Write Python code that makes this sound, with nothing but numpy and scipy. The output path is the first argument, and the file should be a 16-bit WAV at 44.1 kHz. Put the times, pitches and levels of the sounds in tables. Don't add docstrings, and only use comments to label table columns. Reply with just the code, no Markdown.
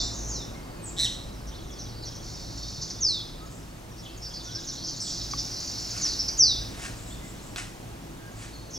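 import sys
import numpy as np
from scipy import signal
from scipy.fft import rfft, irfft
from scipy.io import wavfile
from scipy.ndimage import uniform_filter1d, map_coordinates

SR = 44100
rng = np.random.default_rng(int(sys.argv[2]) if len(sys.argv) > 2 else 0)


def store_pcm(level_fs):
    pcm = np.round(np.clip(level_fs, -1, 1) * 32767).astype(np.int16)
    wavfile.write(sys.argv[1], SR, np.atleast_2d(pcm).T)


N = 387198
TIME_S = np.arange(N) / SR
BINS_HZ = np.fft.rfftfreq(N, 1 / SR)
LEAD_S = 0.5


def gain_of(db):
    return 10 ** (np.asarray(db) / 20)


def unit_rms(x):
    return x / np.sqrt(np.mean(x ** 2) + 1e-20)


def per_bin(points):
    hz, value = np.transpose(points)
    return np.interp(np.log(BINS_HZ + 1), np.log(hz + 1), value)


def coloured(x, colour):
    return unit_rms(irfft(rfft(x) * gain_of(per_bin(colour)), N))


def add(mix, start_s, sound):
    start = round(start_s * SR)
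    sound = sound[max(-start, 0):]
    part = mix[max(start, 0):][:len(sound)]
    part += sound[:len(part)]


def wander(samples, rate_hz):
    knots = rng.standard_normal(4096)
    return map_coordinates(knots, [np.arange(samples) * rate_hz / SR], order=3, mode="wrap")


def phase_of(hz):
    return 2 * np.pi * np.cumsum(hz) / SR


def stereo_noise(coherence):
    left, other = rfft(rng.standard_normal((2, N)))
    return irfft(np.array([left, coherence * left + np.sqrt(1 - coherence ** 2) * other]), N)


# (time [s], level [dB], start pitch [Hz], length [s], fade [dB/s],
# octave before the beak's low-pass [dB], depth in the leaves [0-1])
WHISTLE_CALLS = [(-.15, -13, 7310, 0.19, 172, -26, 0.84), (0.257, -43.5, 7200, 0.18, 5, -35, 1),
                 (2.999, -20, 7284, 0.22, 124, -23, 0.28), (6.007, -24, 7490, 0.153, 198, -37, 0.02),
                 (6.372, -14, 7210, .2, 161.5, -30, 0.28)]


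def whistles(rest_hz=3080, sag_s=0.079, rise_s=0.035, beak_hz=4400):
    near, deep = np.zeros((2, N + round(LEAD_S * SR)))
    for start_s, db, top_hz, length_s, fade_db_per_s, octave_db, depth in WHISTLE_CALLS:
        t = np.arange(0, length_s, 1 / SR)
        hz = rest_hz + (top_hz - rest_hz) * np.exp(-t / sag_s)
        phase = phase_of(hz * (1 + .011 * wander(len(t), 350)))
        tremble = gain_of(2.2 * wander(len(t), 130))
        swell_db = 17 * np.minimum(t / rise_s - 1, 0) - fade_db_per_s * np.maximum(t - rise_s, 0)
        envelope = np.sqrt(2) * gain_of(db + swell_db) * tremble * signal.windows.tukey(len(t), .12)
        octave_gain = gain_of(octave_db) / (1 + (hz / beak_hz) ** 12)
        call = envelope * (np.sin(phase) + octave_gain * np.sin(2 * phase))
        add(near, start_s + LEAD_S, (1 - depth) * call)
        add(deep, start_s + LEAD_S, depth * call)
    return near, deep


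# (time [s], level [dB], pitch [Hz])
RASP_CONTOUR = [(.966, -42, 1855), (.987, -29, 1932), (1.009, -24, 2002), (1.031, -28.5, 2000),
                (1.051, -23.5, 1915), (1.062, -32, 1580), (1.071, -39.5, 1370)]
# (multiple, level [dB])
RASP_PARTIALS = [(1, -17), (2, 1.5), (3, -9.5), (4, -10.5), (5, -23.5), (6, -29)]


def rasp(pulse_hz=183, hoarse_db=-13):
    times_s, db, hz = np.transpose(RASP_CONTOUR)
    t = np.arange(times_s[0], times_s[-1], 1 / SR)
    beat = np.cos(phase_of(pulse_hz * (1 + 0.11 * wander(len(t), 92))))
    phase = phase_of(np.interp(t, times_s, hz) * (1 + 0.0049 * beat + 0.026 * wander(len(t), 1208)))
    cry = sum(gain_of(partial_db) * np.sin(k * phase) for k, partial_db in RASP_PARTIALS)
    turbulence_colour = [(1500, -25), (3500, -7), (5500, 1), (10000, -14), (13000, -26)]
    cry += gain_of(hoarse_db) * coloured(rng.standard_normal(N), turbulence_colour)[:len(t)]
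    pulses = np.exp(np.linspace(2.2, .6, len(t)) * beat)
    pulses /= np.sqrt(uniform_filter1d(pulses ** 2, size=480))
    return times_s[0], gain_of(np.interp(t, times_s, db)) * unit_rms(cry * pulses)


def chip(db, length_s, start_hz, end_hz, buzz, flutter_hz=330, jitter=0.0683):
    t = np.arange(0, length_s, 1 / SR)
    flutter = np.sin(phase_of(flutter_hz * (1 + 0.232 * wander(len(t), 160.4))))
    shake = 0.14 * flutter + jitter * wander(len(t), 1530)
    hz = np.geomspace(start_hz, end_hz, len(t)) * (1 + buzz * shake)
    tone = np.sin(phase_of(hz)) * (1 + 0.21 * buzz * np.roll(flutter, 20))
    return gain_of(db) * unit_rms(tone * signal.windows.tukey(len(t), .5))


# (time [s], level [dB], length [s], start pitch [Hz])
CHIP_NOTES = [(1.466, -47.5, 0.033, 6100), (1.541, -49.5, 0.024, 4300), (1.713, -49.5, .03, 5940),
              (1.779, -43, .06, 6140), (2.02, -41.5, 0.032, 4800), (2.046, -41.5, .055, 5930),
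              (2.147, -46.5, 0.03, 6300), (3.974, -49.5, .038, 5780), (4.048, -45.5, 0.025, 3600),
              (4.211, -40.5, 0.081, 5540), (4.329, -40.5, 0.06, 5150), (4.44, -41.5, .035, 6200),
              (4.546, -34, .025, 5550), (4.605, -53, 0.017, 3650), (4.666, -35, .047, 6100),
              (4.724, -42.5, 0.026, 6870), (4.778, -46.5, .021, 4180), (4.834, -35.5, .028, 5640),
              (4.998, -33, 0.031, 5870), (5.045, -41.5, .029, 4780), (8.698, -49, .04, 6530),
              (8.725, -39.5, 0.055, 6160)]
# (time [s], level [dB], length [s], buzz [0-1])
BUZZ_NOTES = [(2.335, -43, .026, .3), (2.81, -34, 0.034, 0.88), (2.899, -33.5, .017, 0.9),
              (4.864, -35, 0.048, 1), (5.077, -41, 0.069, 0.9), (5.212, -34, 0.0086, 0.1),
              (5.308, -34.5, .018, 0.8), (5.371, -32, 0.045, 0.64), (5.527, -34.5, .01, 0.4),
              (6.188, -25.5, 0.03, 0.51), (6.283, -24, .01, 0.8)]
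# (time [s], level [dB], length [s], start pitch [Hz], end pitch [Hz], buzz [0-1])
SLUR_NOTES = [(0, -42, 0.071, 7200, 7280, 0.22), (0.111, -43, 0.2, 6540, 5900, 0.45),
              (0.269, -38, .13, 7370, 4880, 0.32), (0.819, -44, .1, 8600, 7000, .05),
              (.847, -49, .052, 7030, 6660, .24), (4.994, -45.5, 0.13, 8360, 6560, 0.48)]
# (time [s], level [dB])
LISP_NOTES = [(3.49, -58), (6.95, -54), (7.05, -52.5), (7.22, -54.5), (7.41, -56), (8.34, -59)]


def chatterers(low_note_hz=3470, gap_s=0.0151, buzz_hz=5330, lisp_hz=7470):
    out = np.zeros(N)
    for start_s, db, length_s, hz in CHIP_NOTES:
        add(out, start_s, chip(db, length_s, hz, .87 * hz, buzz=0.49))
        low_hz = low_note_hz * (1 + 0.0337 * rng.standard_normal())
        low_note = chip(db=-55, length_s=0.0218, start_hz=low_hz, end_hz=.92 * low_hz, buzz=0.28)
        add(out, start_s + length_s + gap_s, low_note)
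    for start_s, db, length_s, buzz in BUZZ_NOTES:
        add(out, start_s, chip(db, length_s, buzz_hz, buzz_hz, buzz, jitter=0.081))
    for start_s, *note in SLUR_NOTES:
        add(out, start_s, chip(*note))
    for start_s, db in LISP_NOTES:
        add(out, start_s, chip(db, length_s=0.11, start_hz=lisp_hz, end_hz=lisp_hz, buzz=.5))
    return out


def trill(contour, colour, chips_per_s, top_hz, bottom_hz, colour_scale=0.26):
    times_s, db = np.transpose(contour)
    starts_s = np.arange(times_s[0], times_s[-1], 1 / chips_per_s)
    out = np.zeros(N)
    for start_s, (late, pitch, strength) in zip(starts_s, rng.standard_normal((512, 3))):
        detune = np.exp(.035 * pitch)
        note = chip(2.7 * strength, .014, top_hz * detune, bottom_hz * detune, buzz=.8)
        add(out, start_s + .003 * late, note)
    out = coloured(out, [(hz, colour_scale * gain_db) for hz, gain_db in colour])
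    duty = (times_s[-1] - times_s[0]) * SR / N
    return out * np.sqrt(duty) * gain_of(np.interp(TIME_S, times_s, db))


# (time [s], level [dB])
TRILL_CONTOURS = [
    [(2.22, -45), (2.3, -43), (2.5, -42.5), (2.75, -40.5), (2.98, -53)],
    [(4.45, -50), (4.95, -46), (5.1, -34), (5.24, -44), (5.45, -37), (5.8, -35), (6.15, -33.5), (6.36, -65)],
]
# (frequency [Hz], gain before colour_scale [dB])
SOFT_TRILL_SPECTRUM = [(1760, -45), (3000, -21), (3410, -11), (3740, 10.5), (4080, -17), (4430, 2),
                       (4820, -15), (5530, -4), (6350, -15), (7910, -13), (9000, -23), (11700, -56),
                       (19800, -120)]
LOUD_TRILL_SPECTRUM = [(1760, -54), (3000, -21), (3330, -1), (3630, -31), (3880, -4.5), (4230, -14),
                       (4470, -5.5), (5090, 1), (6290, -5.5), (7930, 14), (10000, -29), (13000, -59),
                       (22000, -120)]


def trills():
    soft = trill(TRILL_CONTOURS[0], SOFT_TRILL_SPECTRUM, chips_per_s=54, top_hz=6900, bottom_hz=3900)
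    loud = trill(TRILL_CONTOURS[1], LOUD_TRILL_SPECTRUM, chips_per_s=46, top_hz=6430, bottom_hz=4183)
    return soft + loud


# (time [s], level [dB])
TWITTER_CONTOUR = [(0, -61), (1.2, -58.5), (1.8, -50), (2.3, -54.5), (3.2, -52), (3.75, -62.5), (4.45, -46),
                   (5.25, -41.5), (5.6, -47.5), (7.4, -57.5), (8.05, -66), (8.78, -51.5)]


def twitter(chips_per_s=55, low_hz=3400, high_hz=6700, spread_db=8):
    out = np.zeros(N)
    draws = rng.random((1024, 5))[:int(chips_per_s * N / SR)]
    for k, (late, pitch, slope, length, strength) in enumerate(draws):
        hz = low_hz * (high_hz / low_hz) ** pitch
        length_s = 0.0099 + 0.0182 * length
        note = chip(spread_db * strength, length_s, hz * (1 + 0.2106 * slope), hz * .96, buzz=0.28)
        add(out, (k + late) / chips_per_s, note)
    times_s, db = np.transpose(TWITTER_CONTOUR)
    return unit_rms(out) * gain_of(np.interp(TIME_S, times_s, db))


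# (time [s], level [dB], length [s], start pitch [Hz], end pitch [Hz])
FAR_BIRD_NOTES = [(.53, -56, .072, 2080, 2190), (.75, -59, 0.15, 2523, 2480),
                  (3.386, -53.5, 0.076, 1214, 1334), (4.075, -55, 0.043, 2580, 2760),
                  (4.438, -53.5, .18, 1386, 1697), (6.602, -55.5, 0.06, 1586, 1730),
                  (7.098, -49, 0.042, 3280, 3720), (7.213, -50, 0.045, 1975, 2130),
                  (8.157, -57, 0.16, 1570, 1636), (8.526, -48, 0.042, 4430, 4280)]


def far_birds():
    out = np.zeros(N)
    for start_s, *note in FAR_BIRD_NOTES:
        add(out, start_s, chip(*note, buzz=0.14))
    return out


# (peak time [s], level [dB], rise [s], fall [s])
RUSTLE_EVENTS = [(5.98, -40.5, .04, 0.034), (6.06, -40, 0.0081, 0.032), (6.855, -37, 0.074, 0.036),
                 (7.577, -32.5, 0.007, 0.041), (8.429, -41.5, 0.041, 0.052)]
# (frequency [Hz], gain [dB])
RUSTLE_SPECTRUM = [(350, -40), (600, -24), (722, 5), (823, -11), (1270, -1), (2460, -2), (3510, -8),
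                   (6430, -5), (9680, -10.5), (14000, -40)]


def rustles(grain_db=3, grain_hz=400):
    envelope = sum(gain_of(db) * np.exp(-np.maximum((peak_s - TIME_S) / rise_s, (TIME_S - peak_s) / fall_s))
                   for peak_s, db, rise_s, fall_s in RUSTLE_EVENTS)
    grains = rng.standard_normal(N) * gain_of(grain_db * wander(N, grain_hz))
    return envelope * coloured(grains, RUSTLE_SPECTRUM)


# (time [s], level [dB])
SNAP_EVENTS = [(2.908, -34.5), (6.052, -29), (6.29, -32), (7.5603, -19.5)]


def snaps(decay_s=.0017):
    envelope = sum(gain_of(db) * (TIME_S > start_s) * np.exp(-np.abs(TIME_S - start_s) / decay_s)
                   for start_s, db in SNAP_EVENTS)
    colour = [(400, -9), (1300, -5.5), (2300, 1.5), (6000, -8), (12000, -28)]
    return envelope * coloured(rng.standard_normal(N), colour)


# (frequency [Hz], level [dB], t60 [s])
SHELL_MODES = [(1140, -19.5, 0.029), (1216, -25, 0.025), (870, -25.5, 0.024), (2230, -24.5, 0.013),
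               (3370, -25, 0.012)]


def camera(knock_s=5.335, rise_s=0.0019, whine_hz=12279, whine_db=-77):
    out = gain_of(whine_db) * np.sqrt(2) * np.sin(2 * np.pi * whine_hz * TIME_S)
    t = np.arange(0, .06, 1 / SR)
    ring = sum(gain_of(db - 60 * t / t60_s) * np.sin(2 * np.pi * hz * t) for hz, db, t60_s in SHELL_MODES)
    add(out, knock_s, (1 - np.exp(-t / rise_s)) * ring)
    return out


# (delay [s], gain)
NEAR_ECHOES = [(.0013, 0.016), (.0027, 0.28), (.0052, -0.44), (.0093, 0.41), (.016, .16), (.084, 0.16)]


def foliage(x, wet_db, t60_s=0.78, coherence=0.93, build_s=0.0032):
    t = np.arange(SR) / SR
    scatter = stereo_noise(coherence)[:, :SR] * gain_of(-60 * t / t60_s) * (1 - np.exp(-t / build_s))
    response = gain_of(wet_db) * scatter / np.linalg.norm(scatter[0])
    response[:, 0] += 1
    for delay_s, gain in NEAR_ECHOES:
        response[:, round(delay_s * SR)] += gain
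    response /= np.linalg.norm(response[0])
    return signal.fftconvolve(x[None], response, axes=1)[:, :len(x)]


# (frequency [Hz], width [Hz], level [dB])
MACHINERY_TONES = [(53.6, 5.2, -48.5), (112.1, 8.7, -48.5), (160.7, 12.5, -56.5), (210, 32, -70),
                   (281.3, 23, -58), (333.3, 9.2, -58)]


def machinery():
    out = np.zeros(N)
    for hz, width_hz, db in MACHINERY_TONES:
        band = 1 / (1 + (2 * (BINS_HZ - hz) / width_hz) ** 2)
        out += gain_of(db) * unit_rms(irfft(rfft(rng.standard_normal(N)) * band, N))
    return out


def swell(contour, scale, column=1):
    times_s, db = np.transpose(contour)[[0, column]]
    return gain_of(scale * np.interp(TIME_S, times_s, db - np.quantile(db, .25)))


# (frequency [Hz], relative density [dB])
AIR_SPECTRUM = [(12, -31), (20, -4.5), (43, 0), (79, -7.5), (116, -5), (310, -10.5), (337, -10.5),
                (434, -14.5), (590, -14), (2080, -26), (3160, -27.5), (4300, -30.5), (6720, -30.5),
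                (12400, -38.5), (16000, -40)]
# (frequency [Hz], coherence [0-1])
AIR_COHERENCE = [(60, 0.97), (125, 0.95), (250, 0.74), (600, 0.8), (2400, 0.44), (6000, 0.32), (15000, 1)]
# (time [s], bass level [dB], hum level [dB])
MACHINERY_CONTOUR = [(0.0, -34.5, -36), (0.6, -45, -45), (1.399, -37.5, -43), (2.3, -38.5, -41),
                     (4.3, -44, -43), (5.2, -45, -37.5), (6.6, -40, -41), (7.4, -42.5, -40),
                     (8.78, -48.5, -42.5)]
# (time [s], level [dB])
RUMBLE_CONTOUR = [(0, -43.5), (1.4, -47), (3.9, -49.5), (6.6, -46.5), (8.78, -49)]
HISS_CONTOUR = [(0, -66.5), (1.7, -67.5), (4.9, -67), (5.4, -64.5), (6.15, -64), (8.78, -67.5)]


def background(air_db=-43, bass_split_hz=89.5, hiss_split_hz=1800):
    air = gain_of(air_db) * rfft(coloured(stereo_noise(per_bin(AIR_COHERENCE)), AIR_SPECTRUM))
    drone = rfft(machinery())
    low_band = 1 / (1 + (BINS_HZ / hiss_split_hz) ** 4)
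    bass_band = 1 / (1 + (BINS_HZ / bass_split_hz) ** 10)
    bass = irfft((air + drone) * bass_band, N) * swell(MACHINERY_CONTOUR, scale=.9)
    hum = irfft(drone * (1 - bass_band), N) * swell(MACHINERY_CONTOUR, scale=0.81, column=2)
    rumble = irfft(air * low_band * (1 - bass_band), N) * swell(RUMBLE_CONTOUR, scale=0.99)
    hiss = irfft(air * (1 - low_band), N) * swell(HISS_CONTOUR, scale=1.7)
    return gain_of(-2) * bass + gain_of(-1.5) * hum + rumble + hiss


def scene():
    near, deep = whistles()
    rasp_s, cry = rasp()
    add(near, rasp_s + LEAD_S, cry)
    far = far_birds()
    calls = gain_of(2) * foliage(near, wet_db=-2, t60_s=0.58) + foliage(deep, wet_db=-1, t60_s=0.64)
    birds = calls[:, round(LEAD_S * SR):]
    birds += gain_of(1.5) * foliage(chatterers(), wet_db=-1, t60_s=0.57)
    birds += foliage(trills(), wet_db=3.5)
    birds += foliage(twitter(), wet_db=2)
    birds *= gain_of([[-.4], [.4]])
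    distant = foliage(far, wet_db=2.5, coherence=1.0)
    leaves = foliage(rustles() + snaps(), wet_db=-5, t60_s=0.48, coherence=0.59)
    return birds + distant + leaves + camera() + background()


# (frequency [Hz], left lead [rad])
PORT_LEAD = [(20, 0), (110, 0.38), (250, 0.57), (600, 1.75), (1300, 1.49), (2300, 1.45), (3500, 0.8),
             (6200, 0.34), (12000, 0.92)]


def record(dry, cutoff_hz=15850):
    phase_shift = np.exp(.5j * per_bin(PORT_LEAD) * np.array([[1], [-1]]))
    soft_ends = signal.windows.tukey(N, .0006)
    shifted = irfft(rfft(dry * soft_ends) * phase_shift, N)
    lowpass = signal.firwin(511, cutoff_hz, window=("kaiser", 9), fs=SR)
    return signal.oaconvolve(shifted, lowpass[None], "same")


dry = scene()
out = record(dry)
store_pcm(out)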